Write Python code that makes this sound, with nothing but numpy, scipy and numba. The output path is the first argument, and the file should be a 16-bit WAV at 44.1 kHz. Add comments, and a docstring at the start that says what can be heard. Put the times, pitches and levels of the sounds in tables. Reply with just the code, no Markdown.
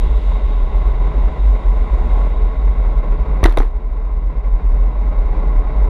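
"""Motorcycle in a road tunnel

A motorcycle rides through a tunnel, heard from a camera in a case on the handlebar.
Noise in a roar and a boom band rings the case, with tyre hiss above it; oncoming cars add to it and sizzle.
The engine shakes the mount: a gliding low tone surges into a throb, and airy treble flares with its cycles.
Both wheels cross one bump: low swings, thumps, clacks and rattles; a gain control ducks, then recovers."""
import sys
import numpy as np
from scipy import signal
from scipy.fft import rfft, irfft, next_fast_len
from scipy.io import wavfile
from scipy.ndimage import uniform_filter1d
from numba import njit

SR = 44100
rng = np.random.default_rng(int(sys.argv[2]) if len(sys.argv) > 2 else 0)


def unload_wav(signal):
    """Save mono or channel-first audio to the path in sys.argv[1] as 16-bit WAV at rate SR, clipped to [-1, 1]."""
    wavfile.write(
        sys.argv[1],
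        SR,
        np.round(np.clip(np.atleast_2d(signal).T, -1, 1) * 32767).astype(np.int16),
    )


N = 259749
T = np.arange(N) / SR  # s


def undb(db):
    """Decibels to gain."""
    return 10 ** (np.asarray(db) / 20)


def unit(x):
    """Scale to rms 1."""
    return x / np.sqrt(np.mean(x ** 2))


def colour(x, points, peaks=(), tilt_db=0):
    """Minimum-phase filter from a spectrum, resonant lifts and a tilt per octave (flat below 250 Hz)."""
    size = next_fast_len(len(x) // 2 + 2048, True) * 2
    f = np.maximum(np.arange(size // 2 + 1) * SR / size, 1)
    hz, db = np.transpose(points)
    db = np.interp(np.log(f), np.log(hz), db)
    db = db + tilt_db * np.log2(np.maximum(f, 250) / 1000)
    for centre, width, lift in peaks:
        db = db + lift * 2 ** -((2 * (f - centre) / width) ** 2)
    # folding the cepstrum makes the filter causal
    cepstrum = irfft(np.log(undb(db)))
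    cepstrum[1:size // 2] *= 2
    cepstrum[size // 2 + 1:] = 0
    response = np.exp(rfft(cepstrum))
    return irfft(response * rfft(x, size))[:len(x)]


def noise(points, peaks=()):
    """Coloured noise of rms 1, already sounding at the start."""
    white = rng.standard_normal(N + SR // 4)
    return unit(colour(white, points, peaks)[-N:])


def walk(rate_hz):
    """Random levels held 1 / rate_hz s and smoothed twice; spread near 1."""
    k = int(SR / rate_hz)
    steps = np.repeat(rng.standard_normal(N // k + 1), k)
    smooth = uniform_filter1d(uniform_filter1d(steps, k), k)
    return unit(smooth[:N])


def fade(t, t60):
    """Exponential decay that starts at t = 0 and falls 60 dB in t60 s."""
    return (t >= 0) * np.exp(-np.log(1000) * np.maximum(t, 0) / t60)


def swell(s, length):
    """Bell-shaped rise and fall around time s, length wide at half height."""
    return 2 ** -((2 * (T - s) / length) ** 2)


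def add(out, s, x):
    """Mix x into out from time s."""
    i = int(s * SR)
    out[i:i + len(x)] += x[:N - i]


# camera case resonances: centre_hz, width_hz, lift_db
CASE = [(131, 100, 2), (218, 24, 2), (276.5, 7.8, 3), (308.5, 22, 5.5), (372, 24, 6.5), (426, 36, 11),
        (527.5, 81, 5), (617.6, 52, 7.5), (743, 47, 5.5), (839, 20, 7.5), (1011.5, 95, 10),
        (1101.5, 75, 11), (1245, 17, 7), (1350, 17, 0), (1920, 19, 2), (2060, 298, 9.5), (2755, 130, 4),
        (3785, 200, 7.5)]
# tunnel roar spectrum: freq_hz, relative_db_per_hz
ROAR = [(40, 8), (100, -2.5), (160, -1.5), (195, -4), (240, -3.5), (340, -8.5), (680, -10.5), (900, -10),
        (1180, -19.5), (1400, -17), (1830, -27.5), (2350, -25.5), (3000, -37.5), (3600, -35.5), (4400, -42),
        (6000, -50), (15000, -67)]
# hollow tunnel boom spectrum: freq_hz, relative_db_per_hz
BOOM_BAND = [(50, -19), (100, -0.5), (150, 9), (180, 3), (260, -13), (600, -45), (5000, -96.5)]
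# tyre hiss spectrum: freq_hz, relative_db_per_hz
HISS = [(1000, -14), (2700, 2.5), (3050, 1), (3600, 4.5), (4200, -6), (5600, -16.5), (6700, -16.5),
        (7000, -15), (7300, -21), (10000, -23.5), (14500, -38.5)]
# roar level without cars or flutter: time_s, level_db
ROAR_LEVEL = [(0, -29), (.6, -29), (1.15, -26.5), (1.6, -28.5), (2.2, -26), (2.4, -29), (3.35, -27.5),
              (4.2, -28.5), (5.2, -28), (5.5, -27), (5.65, -28.5), (5.83, -27)]
# boom level without drift: time_s, level_db
BOOM_LEVEL = [(0, -34), (.4, -51), (.75, -36), (1.15, -40.5), (1.6, -51), (2.5, -45.5), (2.85, -35.5),
              (3.05, -40), (3.35, -29.5), (3.7, -49), (4.2, -37), (5.0, -43), (5.5, -38), (5.89, -45)]
OWN_TYRES_DB = -71.5


def tunnel(car_hiss, car_roar, flutter_db=0.3, grain_db=1.13, drift_db=1.7):
    """Engine and tyre noise, smeared by the tunnel into roar and boom, rings the case; tyres hiss above it."""
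    roar_db = np.interp(T, *np.transpose(ROAR_LEVEL))
    boom_db = np.interp(T, *np.transpose(BOOM_LEVEL))
    # hypot adds the cars in power
    roar_gain = np.hypot(undb(roar_db), car_roar)
    roar_flicker = undb(flutter_db * walk(21.785) + grain_db * walk(110))
    roar = noise(ROAR, CASE) * roar_gain * roar_flicker
    boom = noise(BOOM_BAND, CASE) * undb(boom_db + drift_db * walk(5.4))
    hiss_gain = np.hypot(undb(OWN_TYRES_DB), car_hiss)
    hiss = noise(HISS, CASE) * hiss_gain * undb(0.95 * walk(22))
    return roar + boom + hiss


# oncoming cars: abreast_s, hiss_db, roar_db (when abreast, before flicker)
CARS = [(0.3, -50, -41), (2.25, -55.5, -39)]
APPROACH_S, RECEDE_S = 2.2, 0.3  # time from half power to abreast, and back


def oncoming():
    """Hiss and roar of the passing cars as gains: they carry far ahead and are soon left behind."""
    power = 0
    for s, hiss_db, roar_db in CARS:
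        distance = (T - s) / np.where(T < s, APPROACH_S, RECEDE_S)
        power = power + undb([[hiss_db], [roar_db]]) ** 2 / (1 + distance ** 2)
    return np.sqrt(power)


# top of a close car's tyre noise: freq_hz, relative_db_per_hz
SIZZLE = [(2000, -32), (4500, -5), (5600, -8), (6500, -2), (7000, 1), (7600, -4), (10000, -9), (14500, -18)]
SIZZLE_DB, SIZZLE_APPROACH_S, SIZZLE_RECEDE_S = -68.5, 0.83, .06  # times to half amplitude


def sizzle():
    """The top of a car's tyre noise is heard only close by and dies quickly once the car is past."""
    near = 0
    for s, _, _ in CARS:
        near = near + swell(s, 2 * np.where(T < s, SIZZLE_APPROACH_S, SIZZLE_RECEDE_S))
    return undb(SIZZLE_DB) * near * noise(SIZZLE)


# surges of the throb: peak_s, level_db, length_s, pitch_hz (before flutter and wander)
SWELLS = [(0.031, -11, 0.049, 37.02), (0.071, -10.0, 0.014, 39.73), (0.114, -10, 0.034, 46.9),
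          (0.165, -8.5, 0.038, 45.47), (0.288, -10.5, 0.11, 44.77), (0.36, -10, 0.063, 42.76),
          (0.449, -11, 0.065, 44.81), (0.518, -15.5, 0.11, 37.7), (0.604, -11.5, 0.15, 41.44),
          (0.654, -12, 0.047, 37.6), (0.704, -15, 0.022, 36.86), (0.782, -9, 0.092, 42.33),
          (0.868, -7.5, 0.037, 43.48), (0.917, -12, 0.037, 40.48), (1.024, -10.5, 0.13, 42.03),
          (1.193, -12.5, 0.159, 45.48), (1.257, -6, 0.046, 43.28), (1.321, -16.5, 0.032, 49.05),
          (1.349, -19.5, 0.019, 42.26), (1.425, -11.5, 0.073, 46.17), (1.506, -9, 0.13, 44.58),
          (1.693, -8, 0.085, 42.47), (1.78, -10, 0.037, 43.36), (1.824, -9.5, 0.058, 43.7),
          (1.938, -9, 0.05, 47.8), (2.008, -11, 0.038, 37.97), (2.063, -8, 0.036, 42.8),
          (2.128, -8.6, 0.054, 44.34), (2.187, -9.5, 0.18, 44.72), (2.329, -12.5, 0.082, 45.82),
          (2.439, -10.0, 0.12, 42.14), (2.58, -12, 0.046, 43.79), (2.688, -8.5, 0.103, 47.11),
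          (2.799, -9, 0.062, 47.6), (2.873, -12.5, 0.16, 42.24), (2.984, -9.8, 0.08, 40.24),
          (3.109, -10, 0.09, 38.04), (3.215, -12.5, 0.042, 43.1), (3.279, -13.7, 0.037, 42.3),
          (3.352, -11, 0.085, 44.15), (3.674, -11, 0.043, 40.54), (3.762, -8, 0.042, 42.55),
          (3.859, -8.5, 0.056, 38.8), (3.924, -8, 0.028, 39.03), (3.983, -10.5, 0.068, 40.34),
          (4.061, -10, 0.071, 42.33), (4.13, -7.5, 0.041, 45.4), (4.175, -7, 0.04, 46.97),
          (4.264, -8, 0.086, 40.05), (4.386, -8.5, 0.041, 44.1), (4.471, -8, 0.054, 41.53),
          (4.537, -5.5, 0.059, 37.1), (4.596, -16, 0.03, 46.83), (4.683, -6.5, 0.069, 40.7),
          (4.741, -3.8, 0.031, 41.06), (4.83, -8.5, 0.15, 41.24), (5.009, -12.5, 0.12, 45.66),
          (5.095, -9.5, 0.065, 42.14), (5.192, -7, 0.063, 40.17), (5.263, -10.5, 0.023, 43.1),
          (5.311, -11, 0.031, 41.66), (5.388, -12.5, 0.076, 39.5), (5.492, -10.5, 0.11, 44.86),
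          (5.585, -7.5, 0.061, 39.25), (5.682, -14.5, 0.061, 39.85), (5.726, -15.5, 0.029, 38.8),
          (5.785, -8, 0.048, 46.1), (5.841, -7.5, 0.068, 40.3)]
# air buffeting spectrum: freq_hz, relative_db_per_hz
BUFFET = [(10, -57.5), (20, -22.5), (28, -5.5), (35, 1.5), (48, 3.5), (57, 10), (68, -4.5), (80, -16.5),
          (100, -38.5), (200, -59), (2000, -120)]
SLIP_RAD = 1.8  # phase step, ahead or behind, from one surge to the next


def throb(wander=0.029, flutter_db=1.0, buffet_db=-25):
    """The engine swings the mount in swells that beat against each other, and the air buffets it."""
    times, _, _, pitches = np.transpose(SWELLS)
    slips = SLIP_RAD * np.cumsum(rng.choice([-1, 1], len(SWELLS)))
    size = 0
    for (s, db, length, _), slip in zip(SWELLS, slips):
        size = size + undb(db) * swell(s, length) * np.exp(1j * slip)
    hz = np.interp(T, times, pitches) * (1 + wander * walk(48))
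    phase = 2 * np.pi * np.cumsum(hz) / SR
    swing = np.sqrt(2) * np.imag(size * np.exp(1j * phase))
    return swing * undb(flutter_db * walk(90)) + undb(buffet_db) * noise(BUFFET)


# airy treble spectrum: freq_hz, relative_db_per_hz
AIRY_TREBLE = [(1000, -1.5), (5000, 0.5), (7000, -3.5), (10000, -5.5), (14500, -10)]


def treble_flares(shake, full_swing=.5, steepness=2.4, treble_db=-60, patchy_db=0.7):
    """Airy treble noise flares twice per cycle of the throb, stronger in wide swings up to a ceiling."""
    quadrature = np.imag(signal.hilbert(shake))  # largest at mid-swing
    drive = np.minimum(np.abs(quadrature) / full_swing, 1)
    return drive ** steepness * undb(treble_db + patchy_db * walk(40)) * noise(AIRY_TREBLE)


# wheels jolt the mount: start_s, level_db (before envelope), ring_hz, t60_s
JOLTS = [(3.43, 3, 57.8, 0.16), (3.447, 5.5, 38.23, 0.57), (3.587, 10, 33.9, 0.29)]


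def jolts():
    """Front and rear wheel set the mount swinging in decaying low sines."""
    out = np.zeros(N)
    for s, db, hz, t60 in JOLTS:
        envelope = fade(T, t60) * (1 - fade(T, 0.037))
        add(out, s, -undb(db) * np.sin(2 * np.pi * hz * T) * envelope)
    return out


# loose parts buzz after each wheel: start_s, level_db (before envelope), t60_s, tilt_db_per_octave
RATTLES = [(3.457, -29.5, 0.59, 2), (3.583, -29.5, 0.24, 4)]


def rattle(swing, sharpness=2, rest=0.58, ticks_per_s=3500):
    """Loose parts tick on, louder each time the jolted mount swings through its rest position."""
    swing_phase = np.angle(signal.hilbert(swing))
    bursts = rest + np.abs(np.sin(swing_phase)) ** sharpness
    ticks = rng.standard_normal(N) * (rng.random(N) < ticks_per_s / SR)
    out = np.zeros(N)
    for s, db, t60, bright_db in RATTLES:
        buzz = unit(colour(ticks, CLACK, (), bright_db))
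        out += undb(db) * fade(T - s, t60) * bursts * buzz
    return out


# mount modes left ringing: freq_hz (before scatter), relative_db, t60_s
MOUNT = [(317, 2.5, 0.12), (360, -9, 0.09), (605, -4, 0.049), (762, -2.5, .07), (990, -8.5, 0.02),
         (1415, -11, 0.046), (1806, -7.5, 0.035)]


def ring(t, scatter=0.018):
    """The mount's modes as decaying sines, slightly different in pitch at every blow."""
    out = 0
    for hz, db, t60 in MOUNT:
        mode_hz = hz * (1 + scatter * rng.standard_normal())
        out = out + undb(db) * np.sin(2 * np.pi * mode_hz * t) * fade(t, t60)
    return out


# camera body bottoms out: start_s, level_db (envelope peak), pitch_hz, rise_s
THUMPS = [(3.4529, 4, 322, 0.0024), (3.5765, -1, 507, 0.002), (3.5994, -11.5, 271.5, 0.0068)]


def thumps(ring_db=-22):
    """A soft, heavy contact swells and dies within a few cycles and leaves the mount ringing."""
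    out, t = np.zeros(N), T[:SR // 4]
    for s, db, hz, rise_s in THUMPS:
        push = (t / rise_s * np.exp(1 - t / rise_s)) ** 2
        thump = push * np.sin(2 * np.pi * hz * t)
        add(out, s, undb(db) * (thump + undb(ring_db) * ring(t)))
    return out


# mount strikes its stops: start_s, relative_db, tilt_db_per_octave, struck_spot_hz
KNOCKS = [(3.4297, -12.5, -3, 2320), (3.434, -13.5, 2, 1160), (3.4400, -6, 4.5, 5980), (3.442, -2, 4, 2000),
          (3.4515, -6.5, -1.5, 960), (3.454, -3, 1, 1650), (3.4587, 2.5, 1.5, 3880),
          (3.4678, -10.5, 1.5, 1900), (3.4755, -15, -3.5, 780), (3.484, -17.5, -4, 470),
          (3.4955, -17.5, 5, 3700), (3.5072, -20.5, 3, 5570), (3.5106, -19, -4, 3930),
          (3.5245, -17, 4, 805), (3.54, -18, -1.5, 625), (3.564, -23, -6, 400), (3.573, -3, 2, 3920),
          (3.5738, -8, -2, 980), (3.579, -14.5, -1.5, 1920), (3.585, -11.5, 2.5, 5900),
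          (3.6007, -11.5, -2.5, 5900), (3.603, -11, -3.5, 840), (3.619, -17.5, -2.5, 1920),
          (3.63, -15.5, -2, 450), (3.648, -25, -4, 960)]
# clack spectrum, shared with the rattle: freq_hz, relative_db_per_hz
CLACK = [(60, -21), (200, -7), (330, 0.5), (600, 1.5), (1100, 1), (1800, -7.5), (2400, -13.5),
         (2950, -18.5), (3800, -18), (4300, -23.5), (4900, -32.5), (5900, -32), (8000, -40), (10200, -34.5),
         (11500, -41.5), (15000, -44)]
KNOCK_DB = 0.5  # gain on all knocks together
CONTACT_S, CONTACT_OCT_PER_DB = 0.017, 0.3755  # contact t60 at zero tilt; brighter is shorter


def knocks(ring_db=-17, case_share=0.15, spot_db=11, spot_width=0.18, rise_s=0.0012):
    """The mount clacks against its stops in coloured noise bursts, and rings."""
    out, t = np.zeros(N), T[:SR // 4]
    case = [(hz, width, case_share * db) for hz, width, db in CASE]
    for s, db, bright_db, spot_hz in KNOCKS:
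        contact_t60 = CONTACT_S * 2 ** (-CONTACT_OCT_PER_DB * bright_db)
        contact = fade(t, contact_t60) * (1 - fade(t, rise_s))
        # every struck spot favours its own pitch
        peaks = case + [(spot_hz, spot_width * spot_hz, spot_db)]
        burst = rng.standard_normal(len(t)) * contact
        clack = unit(colour(burst, CLACK, peaks, bright_db)) * np.sqrt(np.mean(contact ** 2))
        add(out, s, undb(db) * (clack + undb(ring_db) * ring(t)))
    return undb(KNOCK_DB) * out


def scene():
    """Everything that reaches the one microphone."""
    background = tunnel(*oncoming()) + sizzle()
    shake, swing = throb(), jolts()
    bump = swing + knocks() + thumps() + rattle(swing)
    return (background + shake + treble_flares(shake) + bump)[None]


@njit
def follow(x, attack, release):
    """Peak follower: climbs quickly, sinks by a steady number of dB a second."""
    out, e = np.empty(len(x)), 0.
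    for i in range(len(x)):
        e += attack * max(abs(x[i]) - e, 0.) - release * e
        out[i] = e
    return out


TOP_HZ = 15200


def record(dry, top=0.61, attack_s=0.0086, release_s=1.95):
    """Gain control ducks peaks above top and recovers slowly; overload is rounded off, the treble cut."""
    peak = follow(dry[0], 1 / (attack_s * SR), 1 / (release_s * SR))
    held = dry * top / np.maximum(peak, top)
    rounded = held / (1 + (held / .97) ** 6) ** (1 / 6)
    ease_out = np.minimum((T[-1] - T) / .004, 1)
    lowpass = signal.ellip(10, .2, 80, TOP_HZ, fs=SR, output="sos")
    return signal.sosfilt(lowpass, rounded * ease_out)


dry = scene()
out = record(dry)
unload_wav(out)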